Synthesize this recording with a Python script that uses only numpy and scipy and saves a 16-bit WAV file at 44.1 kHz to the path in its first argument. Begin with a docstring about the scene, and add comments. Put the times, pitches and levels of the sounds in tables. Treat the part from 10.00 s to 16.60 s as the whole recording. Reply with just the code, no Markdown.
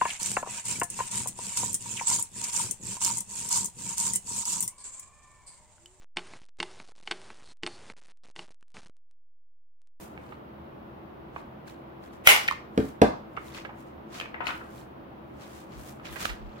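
"""A hand-held corner punch snaps through a few sheets of paper above a wooden desk in a small room.
Snap, lever and base are coloured noise bursts; metal and desk ring as decaying modes, with reflections.
The lever springs back, then the punch is set down with two main thumps, each trailed by lighter contacts.
Sheets slide (grainy noise with crackle), are flicked (short bursts) and push air at the microphone.
A faint ventilation hum lies under it all; the loudest peaks clip at the close stereo microphone."""
import sys
import numpy as np
from scipy import signal
from scipy.fft import rfft, irfft
from scipy.io import wavfile
from scipy.ndimage import uniform_filter1d

SR = 44100
rng = np.random.default_rng(int(sys.argv[2]) if len(sys.argv) > 2 else 0)


def master(y):
    """Save y as 16-bit WAV."""
    cut = np.clip(np.atleast_2d(y).T, -1, 1)
    pcm = np.round(cut * 32767)  # scale
    wavfile.write(sys.argv[1], SR, pcm.astype(np.int16))


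N = 291060

HIT_S = np.arange(int(.7 * SR)) / SR  # time axis of one hit
GRID_HZ = np.fft.rfftfreq(4096, 1 / SR)  # frequency grid of the filters
PUNCH_LEAD_S = .00021  # the punch lies to the right: its sound reaches that port earlier


def amp(db):
    """Decibels to gain."""
    return 10 ** (np.asarray(db) / 20)


def evened(x):
    """Scales to rms 1."""
    return x / np.sqrt(np.mean(x ** 2) + 1e-20)


def blow(x):
    """Scales a hit to the energy of a hundredth of a second at rms 1."""
    energy = np.mean(np.sum(x ** 2, -1))
    return x / np.sqrt(energy * 100 / SR + 1e-20)


def read(points, hz):
    """Reads a table on a log-frequency axis."""
    f, value = np.transpose(points)
    return np.interp(np.log(hz + 1), np.log(f + 1), value)


def add(mix, start_s, sound):
    """Adds a sound to both channels at start_s."""
    part = mix[:, max(round(start_s * SR), 0):][:, :sound.shape[-1]]
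    part += sound[..., :part.shape[1]]


def colour(x, gain_db):
    """Causal minimum-phase filter with gain_db on GRID_HZ."""
    mirrored_db = np.r_[gain_db, gain_db[-2:0:-1]]
    log_gain = np.log(amp(np.maximum(mirrored_db, -100)))
    fir = np.fft.ifft(np.exp(np.conj(signal.hilbert(log_gain)))).real
    return signal.oaconvolve(np.atleast_2d(x), fir[None], axes=1)[:, :x.shape[-1]]


def diffuse(pair, gain=lambda hz: 1):
    """Two unrelated signals become mid and side of a stereo field whose bass is nearly mono."""
    # frequency_hz, side_over_mid_db
    side_level = [(60, -9.5), (130, -22.5), (250, -6.5), (500, 0.5), (1200, 3), (2500, 0.5), (5000, 0),
                  (15000, 0)]
    hz = np.fft.rfftfreq(pair.shape[1], 1 / SR)
    mid, side = rfft(pair) * gain(hz)
    width = amp(read(side_level, hz))
    left_right = np.array([mid + width * side, mid - width * side])
    return irfft(left_right / np.hypot(1, width), pair.shape[1])


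def place(x, lead_s, pan_db=0):
    """A near source reaches the right port lead_s earlier; pan_db favours the left."""
    hz = np.fft.rfftfreq(x.shape[-1], 1 / SR)
    sides = np.array([[1], [-1]])  # left, right
    delay_s = np.maximum(sides * lead_s, 0)
    delayed = rfft(x) * np.exp(-2j * np.pi * hz * delay_s)
    return irfft(delayed, x.shape[-1]) * amp(sides * pan_db / 2)


def burst(fade_s, rise_s=0.00095, uneven_db=0):
    """A quick cluster of tiny impacts, its broad spectrum flattened."""
    t = HIT_S[:4096]
    sizes = rng.standard_normal(len(t)) * amp(uneven_db * np.minimum(rng.exponential(1, len(t)), 4))
    x = sizes * (1 - np.exp(-t / rise_s)) * np.exp(-t / max(fade_s, 1e-4))
    power = uniform_filter1d(abs(rfft(x)) ** 2, size=61)
    return colour(x, -10 * np.log10(power / power.mean() + 1e-6))[0]


def ring(modes, rise_s):
    """Dying tones that swell while the contact lasts."""
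    tones = sum(amp(db - 60 * HIT_S / t60_s) * np.cos(2 * np.pi * hz * HIT_S) for hz, db, t60_s in modes)
    return (1 - np.exp(-HIT_S / rise_s)) * tones


def room(build_s, first_s=.002):
    """Dense reflections that build up, then die at a rate set for each frequency."""
    # frequency_hz, t60_s
    decay = [(100, 0.4), (400, 0.27), (1000, 0.47), (2500, 0.31), (5000, 0.39), (10000, 0.27),
             (16000, 0.27)]
    reflections = diffuse(rng.choice([-1., 1.], (2, len(HIT_S))))
    hz, t, z = signal.stft(reflections, SR, nperseg=256)
    fading = z * amp(-60 * t / read(decay, hz)[:, None])
    tail = signal.istft(fading, SR, nperseg=256)[1][:, :len(HIT_S)]
    tail = tail * (1 - np.exp(-np.maximum(HIT_S - first_s, 0) / build_s))
    return tail / np.sqrt(np.sum(tail ** 2) / 2)


def in_room(x, wet_db, build_s):
    """A sound together with its reflections, fed from the left channel."""
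    return x + amp(wet_db) * signal.oaconvolve(x[:1], room(build_s), axes=1)[:, :N]


def ventilation():
    """Steady dull noise with a few wavering hums, each a narrow band of noise."""
    # room noise: frequency_hz, relative_db_per_hz
    air = [(15, -50.5), (25, -13.5), (104, -18.5), (173, -8.5), (289, -8.5), (331, -6), (445, -12.5),
           (523, -10), (945, -13.5), (1080, -15), (1340, -18.5), (1710, -25), (3170, -33.5), (7910, -60.5),
           (15500, -45.5)]
    # hums: centre_hz, width_hz, level_db
    hums = [(74.2, 10, -57.5), (132, 11, -57.5), (214.3, 5.2, -57.5), (332.2, 4.4, -56.5)]
    out = amp(-46.5) * evened(diffuse(rng.standard_normal((2, N)), lambda hz: amp(read(air, hz))))
    for centre_hz, width_hz, db in hums:
        band = diffuse(rng.standard_normal((2, N)), lambda hz: 1 / (1 + ((hz - centre_hz) / width_hz) ** 2))
        out += amp(db) * evened(band)
    return out


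def crackles(per_s=350, spread_db=2.0, cycles=4, count=24):
    """Tiny buckles of the sheet, each a few cycles at one of count pitches."""
    out = np.zeros((2, N))
    t = HIT_S[:SR // 50]
    for hz in np.geomspace(1000, 4500, count):
        pops = rng.random(N) < per_s / count / SR
        pops = pops * amp(spread_db * np.minimum(rng.exponential(1, N), 3))
        grain = blow(np.sin(2 * np.pi * hz * t) * np.exp(-hz * t / cycles))
        placed = place(grain, rng.uniform(-0.00035, 0.0006))
        out += signal.oaconvolve(pops[None], placed, axes=1)[:, :N]
    return evened(out)


def stroke(t, swell_s, hold_s):
    """Gain of one hand movement: it speeds up until t = 0, holds, and dies away."""
    swell_db, release_db_per_s = 29.5, 236.5  # growth over swell_s, then decay rate
    return amp(swell_db * np.minimum(t, 0) / swell_s - release_db_per_s * np.maximum(t - hold_s, 0))


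def slides(grain_db=2, flutter_db=0.57, hiss_db=3):
    """Fibres catch and slip in countless grains, in uneven clumps; a bending sheet also crackles."""
    # sliding paper: frequency_hz, relative_db_per_hz
    hiss_colour = [(150, 7), (500, 4), (1400, 8.5), (2900, 4.5), (4500, 1.5), (7000, 3.5), (10000, 1),
                   (13500, 0), (16000, 0)]
    # strokes over paper, desk or skin:
    # full_speed_s, level_db, swell_s, hold_s, crackle_gain_db, treble_gain_db
    strokes = [(.005, -54.5, 0.038, 0.033, -26, 3), (.24, -70.5, 0.33, 0.098, 4, -2),
               (1.36, -63, .05, 0.035, -1, -7.5), (1.678, -54.5, 0.027, 0.003, 2, -3),
               (2.034, -65, 0.039, 0.028, 6.5, -2), (2.132, -62, 0.016, 0.0043, -6, -4.5),
               (2.8, -58, 0.089, 0.086, -5, 1), (3.475, -56, 0.19, 0.013, -4, -1.5),
               (3.555, -45.5, 0.076, 0.031, -0.5, -17), (3.8, -62, 0.1, .005, -13, -2),
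               (3.875, -69, 0.054, .01, -4, -9.5), (4.145, -43.5, 0.062, 0.044, -9, -14),
               (4.47, -46, 0.047, 0.0087, 11, -8.5), (4.56, -65, 0.077, 0.012, -15, 6),
               (4.77, -58, 0.28, 0.032, -4, -2), (5.42, -53, 0.071, 0.011, -3, -12),
               (5.54, -55.5, 0.27, 0.069, -9, -4), (5.72, -56.5, 0.044, 0.032, -2, -14),
               (5.795, -60, 0.07, 0.0068, -15, 0), (5.879, -51.5, 0.14, 0.012, -16, 0),
               (6.055, -44, 0.031, 0.012, -2.5, -21), (6.13, -54, 0.11, 0.0089, 3, 4.5),
               (6.215, -35.5, 0.078, .04, -13, -9), (6.59, -59.5, 0.4, .01, 3.5, -21)]
    t = np.arange(N) / SR
    out = np.zeros((2, N))
    drift = uniform_filter1d(uniform_filter1d(rng.standard_normal(N), size=300), size=300)
    flutter = amp(flutter_db * evened(drift))
    grains = rng.standard_normal((2, N)) * amp(grain_db * np.minimum(rng.exponential(1, N), 5))
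    grains = grains * (rng.random(N) < .15)
    hiss = amp(hiss_db) * evened(diffuse(grains, lambda hz: amp(read(hiss_colour, hz))) * flutter)
    crackle = crackles()
    for s, db, swell_s, hold_s, crackle_db, treble_db in strokes:
        during = (t >= s - 2 * swell_s) & (t <= s + hold_s + .25)
        rub = hiss[:, during] + amp(crackle_db) * crackle[:, during]
        rub = rub * stroke(t[during] - s, swell_s, hold_s)
        shelf_db = treble_db * GRID_HZ ** 4 / (GRID_HZ ** 4 + 8000. ** 4)
        add(out, t[during][0], amp(db) * colour(rub, shelf_db))
    return out


def taps(rows, peak_db, octaves, lead_s, uneven_db, rise_share):
    """Short crackling bursts through one broad resonance, with a treble shelf for each contact."""
    # light tap: frequency_hz, relative_db_per_hz
    tap_colour = [(60, -19), (250, -6.5), (600, 0), (1400, 0.5), (1800, -3), (2800, 1.5), (4200, -3.5),
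                  (7500, -16), (11000, -21), (16000, -20)]
    out = np.zeros((2, N))
    for s, db, hz, treble_db, fade_s, pan_db in rows:
        bump_db = peak_db * np.exp(-(np.log2((GRID_HZ + 1) / hz) / octaves) ** 2)
        shelf_db = treble_db * GRID_HZ ** 6 / (GRID_HZ ** 6 + 3300. ** 6)
        crackling = burst(fade_s, rise_s=rise_share * fade_s, uneven_db=uneven_db)
        tap = blow(colour(crackling, read(tap_colour, GRID_HZ) + bump_db + shelf_db))
        add(out, s, amp(db) * place(tap, lead_s, pan_db))
    return out


def flicks():
    """Sheets buckle and are tapped: uneven bursts through a mild resonance."""
    # start_s, level_db, resonance_hz, treble_gain_db, fade_s, left_over_right_db
    contacts = [(.176, -45.5, 2080, -24, 0.0015, -6), (.320, -44.5, 1070, -29, 0.0073, -8),
                (1.3615, -34.5, 990, -43, 0.0027, -5), (3.366, -46.5, 2110, -14, 0.0025, 16),
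                (3.372, -33, 1250, -39, 0.0053, -11), (3.545, -48.5, 2370, 6.5, .004, 12),
                (3.648, -37, 1730, -20, 0.0061, -7.5), (3.690, -40.5, 880, -49, 0.0075, -1),
                (4.1997, -35.5, 2900, -4, 0.0011, -8), (4.2105, -41, 2200, -11, 0.0023, 18.5),
                (4.258, -42.5, 2400, -28, 0.00097, -3), (4.342, -36, 1960, -30, 0.0029, 6),
                (4.404, -32.5, 1100, -34, 0.0073, 13), (4.4675, -33, 2400, -8, 0.0031, 16.5),
                (4.486, -33, 1380, -16, 0.012, 12), (4.608, -44, 1420, -57, .004, 7),
                (5.9965, -47.5, 1204, -25, 0.0029, -1.5), (6.05, -43, 2520, -3, 0.0068, -8),
                (6.156, -37.5, 1870, -23, 0.01, -12), (6.2527, -28, 1430, -4, 0.002, -10.5),
                (6.289, -34.5, 1890, -2.5, 0.016, -7)]
    dry_taps = taps(contacts, peak_db=9, octaves=0.35, lead_s=0.00022, uneven_db=3.0, rise_share=0.39)
    return in_room(dry_taps, wet_db=-3.5, build_s=0.00033)


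def snap(shear_db=-18, growth_s=0.0068, far_db=-5.0, metal_db=-18, body_db=3.0, body_width_hz=40, count=4):
    """Fibres tear ever louder until the blade breaks through; metal and room ring on."""
    # breakthrough, then rebounds of the works: start_s, level_db, fade_s
    impacts = [(2.2716, -5.5, 0.0029), (2.2796, -22.5, 0.00066), (2.299, -22.5, .001),
               (2.302, -29, 0.00063), (2.317, -18.5, 0.0024), (2.3623, -26, 0.0011)]
    # near snap: frequency_hz, relative_db_per_hz
    near_colour = [(40, -21), (230, -23), (380, -13), (1050, -12), (1350, 2.5), (1700, -7.5), (2200, 10),
                   (2550, -10.5), (3000, 0.5), (4500, -19.5), (7500, -18), (12000, -17.5), (16000, -19.5)]
    # snap filling the room: frequency_hz, relative_db_per_hz
    far_colour = [(60, -35), (280, -25.5), (450, -10.5), (850, -9.5), (1200, -11.5), (1700, -10),
                  (2200, -3), (3100, -8), (4200, -18), (7500, -19.5), (11500, -17), (16000, -23.5)]
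    # metal modes: pitch_hz, relative_db, t60_s
    metal = [(1168, -12, .5), (1980, -3, .45), (2136, -4, .4), (2272, -4, .36), (2543, -5, .4),
             (2835, -5, .35), (2940, 0, .35), (2980, 0, .34), (3162, -5, .45), (3518, -9, .35),
             (4091, -12, .3), (5825, -15, .35), (7698, -14, .25), (9104, -12, .3), (10290, -13, .21),
             (11740, -12, .22)]
    out = np.zeros((2, N))
    start_s = impacts[0][0]
    t = HIT_S[:SR // 30]
    tearing = evened(colour(rng.standard_normal((2, len(t))), read(far_colour, GRID_HZ)))
    add(out, start_s - t[-1], amp(shear_db) * tearing * np.exp((t - t[-1]) / growth_s))
    for s, db, fade_s in impacts:
        crack = blow(colour(burst(fade_s, rise_s=0.00046), read(near_colour, GRID_HZ)))
        add(out, s, amp(db) * place(crack, PUNCH_LEAD_S))
    # several noise bursts, each with its own reflections, summed for a smoother tail
    # coloured by the metal resonances
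    resonances = [1 / (1 + ((GRID_HZ - hz) / body_width_hz) ** 2) for hz, _, _ in metal]
    body_gain_db = body_db * np.max(resonances, axis=0)
    tail = sum(signal.fftconvolve(burst(0.0088)[None], room(build_s=.009, first_s=.001), axes=1)
               for _ in range(count))
    add(out, start_s, amp(far_db) * blow(colour(tail, read(far_colour, GRID_HZ) + body_gain_db)))
    add(out, start_s, amp(metal_db) * place(blow(ring(metal, rise_s=.008)), PUNCH_LEAD_S))
    return out


def lever():
    """The lever springs back, and wobbles as the hand lets go: bursts through a strong resonance."""
    # start_s, level_db, resonance_hz, treble_gain_db, fade_s, left_over_right_db
    contacts = [(2.478, -32.5, 2410, 26, 0.0016, 10), (2.4832, -19, 1970, 2, .003, -2.5),
                (2.5105, -25.5, 1130, 7, .0011, -4), (2.5225, -40, 1070, 6, .0023, -19),
                (3.132, -42.5, 970, -22, 0.0069, -11)]
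    dry_taps = taps(contacts, peak_db=25.5, octaves=0.55, lead_s=PUNCH_LEAD_S, uneven_db=0.0, rise_share=0.58)
    return in_room(dry_taps, wet_db=-9, build_s=0.0012)


def thumps(knock_lead_s=0.000352):
    """The padded rim lands softly on the wood; the hard base knocks, and carries farther into the room."""
    # desk contacts: start_s, level_db, softness_corner_hz, knock_level_db, knock_fade_s
    contacts = [(2.7758, -15, 414, -21.5, 0.0021), (2.8013, -29, 400, -36, 0.0032),
                (2.836, -32, 453, -55, .003), (2.88, -40, 363, -64, .003),
                (3.0163, -9.5, 1210, -13, 0.0025), (3.0331, -30, 1020, -24.5, 0.012)]
    # punch on desk top, modes: pitch_hz, relative_db, t60_s
    desk = [(66, -13.5, 0.15), (124, -13.5, 0.11), (219.5, -3, 0.13), (272, 4, 0.057), (342, -1, 0.07),
            (445, 6, 0.048), (473, -2.5, 0.08), (601, 1.5, 0.062), (709.4, -1.5, 0.082), (786, -6.5, 0.12),
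            (960, -11, 0.16), (1201, -12, 0.078)]
    # hard knock of the plastic base: frequency_hz, relative_db_per_hz
    knock_colour = [(200, 2), (450, 12), (720, 0), (1000, -3.5), (1450, -4), (2400, -11), (4200, -18),
                    (6000, -26), (9000, -31), (16000, -39)]
    thuds, knocks = np.zeros((2, 2, N))
    for s, db, corner_hz, knock_db, fade_s in contacts:
        pad_db = -10 * np.log10(1 + (GRID_HZ / corner_hz) ** 8)
        thud = blow(colour(ring(desk, rise_s=0.0047), pad_db))
        add(thuds, s, amp(db) * place(thud, PUNCH_LEAD_S))
        knock = blow(colour(burst(fade_s), read(knock_colour, GRID_HZ)))
        add(knocks, s, amp(knock_db) * place(knock, knock_lead_s))
    return in_room(thuds, wet_db=-7.5, build_s=0.00075) + in_room(knocks, wet_db=-4, build_s=0.00041)


def puffs(apart_turns=0.27):
    """Waved sheets push air: a few slow swings of pressure, a little out of step at the two ports."""
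    # centre_s, level_db, pitch_hz, length_s
    gusts = [(5.788, -41, 60.5, .12), (6.12, -41, 64.5, .08), (6.314, -31, 46.3, 0.084),
             (6.45, -36.5, 40, 0.17)]
    out = np.zeros((2, N))
    for s, db, hz, length_s in gusts:
        t = HIT_S[HIT_S < length_s]
        turns = hz * t + rng.random() + np.array([[0], [apart_turns]])
        add(out, s - length_s / 2, amp(db) * np.hanning(len(t)) * np.sin(2 * np.pi * turns))
    return out


def scene():
    """Punch, desk and paper in the room."""
    return ventilation() + slides() + flicks() + snap() + lever() + thumps() + puffs()


def record(dry):
    """The microphone drops the deepest bass, the loudest peaks clip; then the band limit."""
    rumble_cut_hz, edge_hz = 35, 15950
    thinned = signal.sosfilt(signal.butter(2, rumble_cut_hz, "high", fs=SR, output="sos"), dry)
    band_limit = signal.firwin(511, edge_hz, window=("kaiser", 8), fs=SR)
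    return signal.oaconvolve(np.clip(thinned, -1, 1), band_limit[None], "same", axes=1)


dry = scene()
out = record(dry)
master(out)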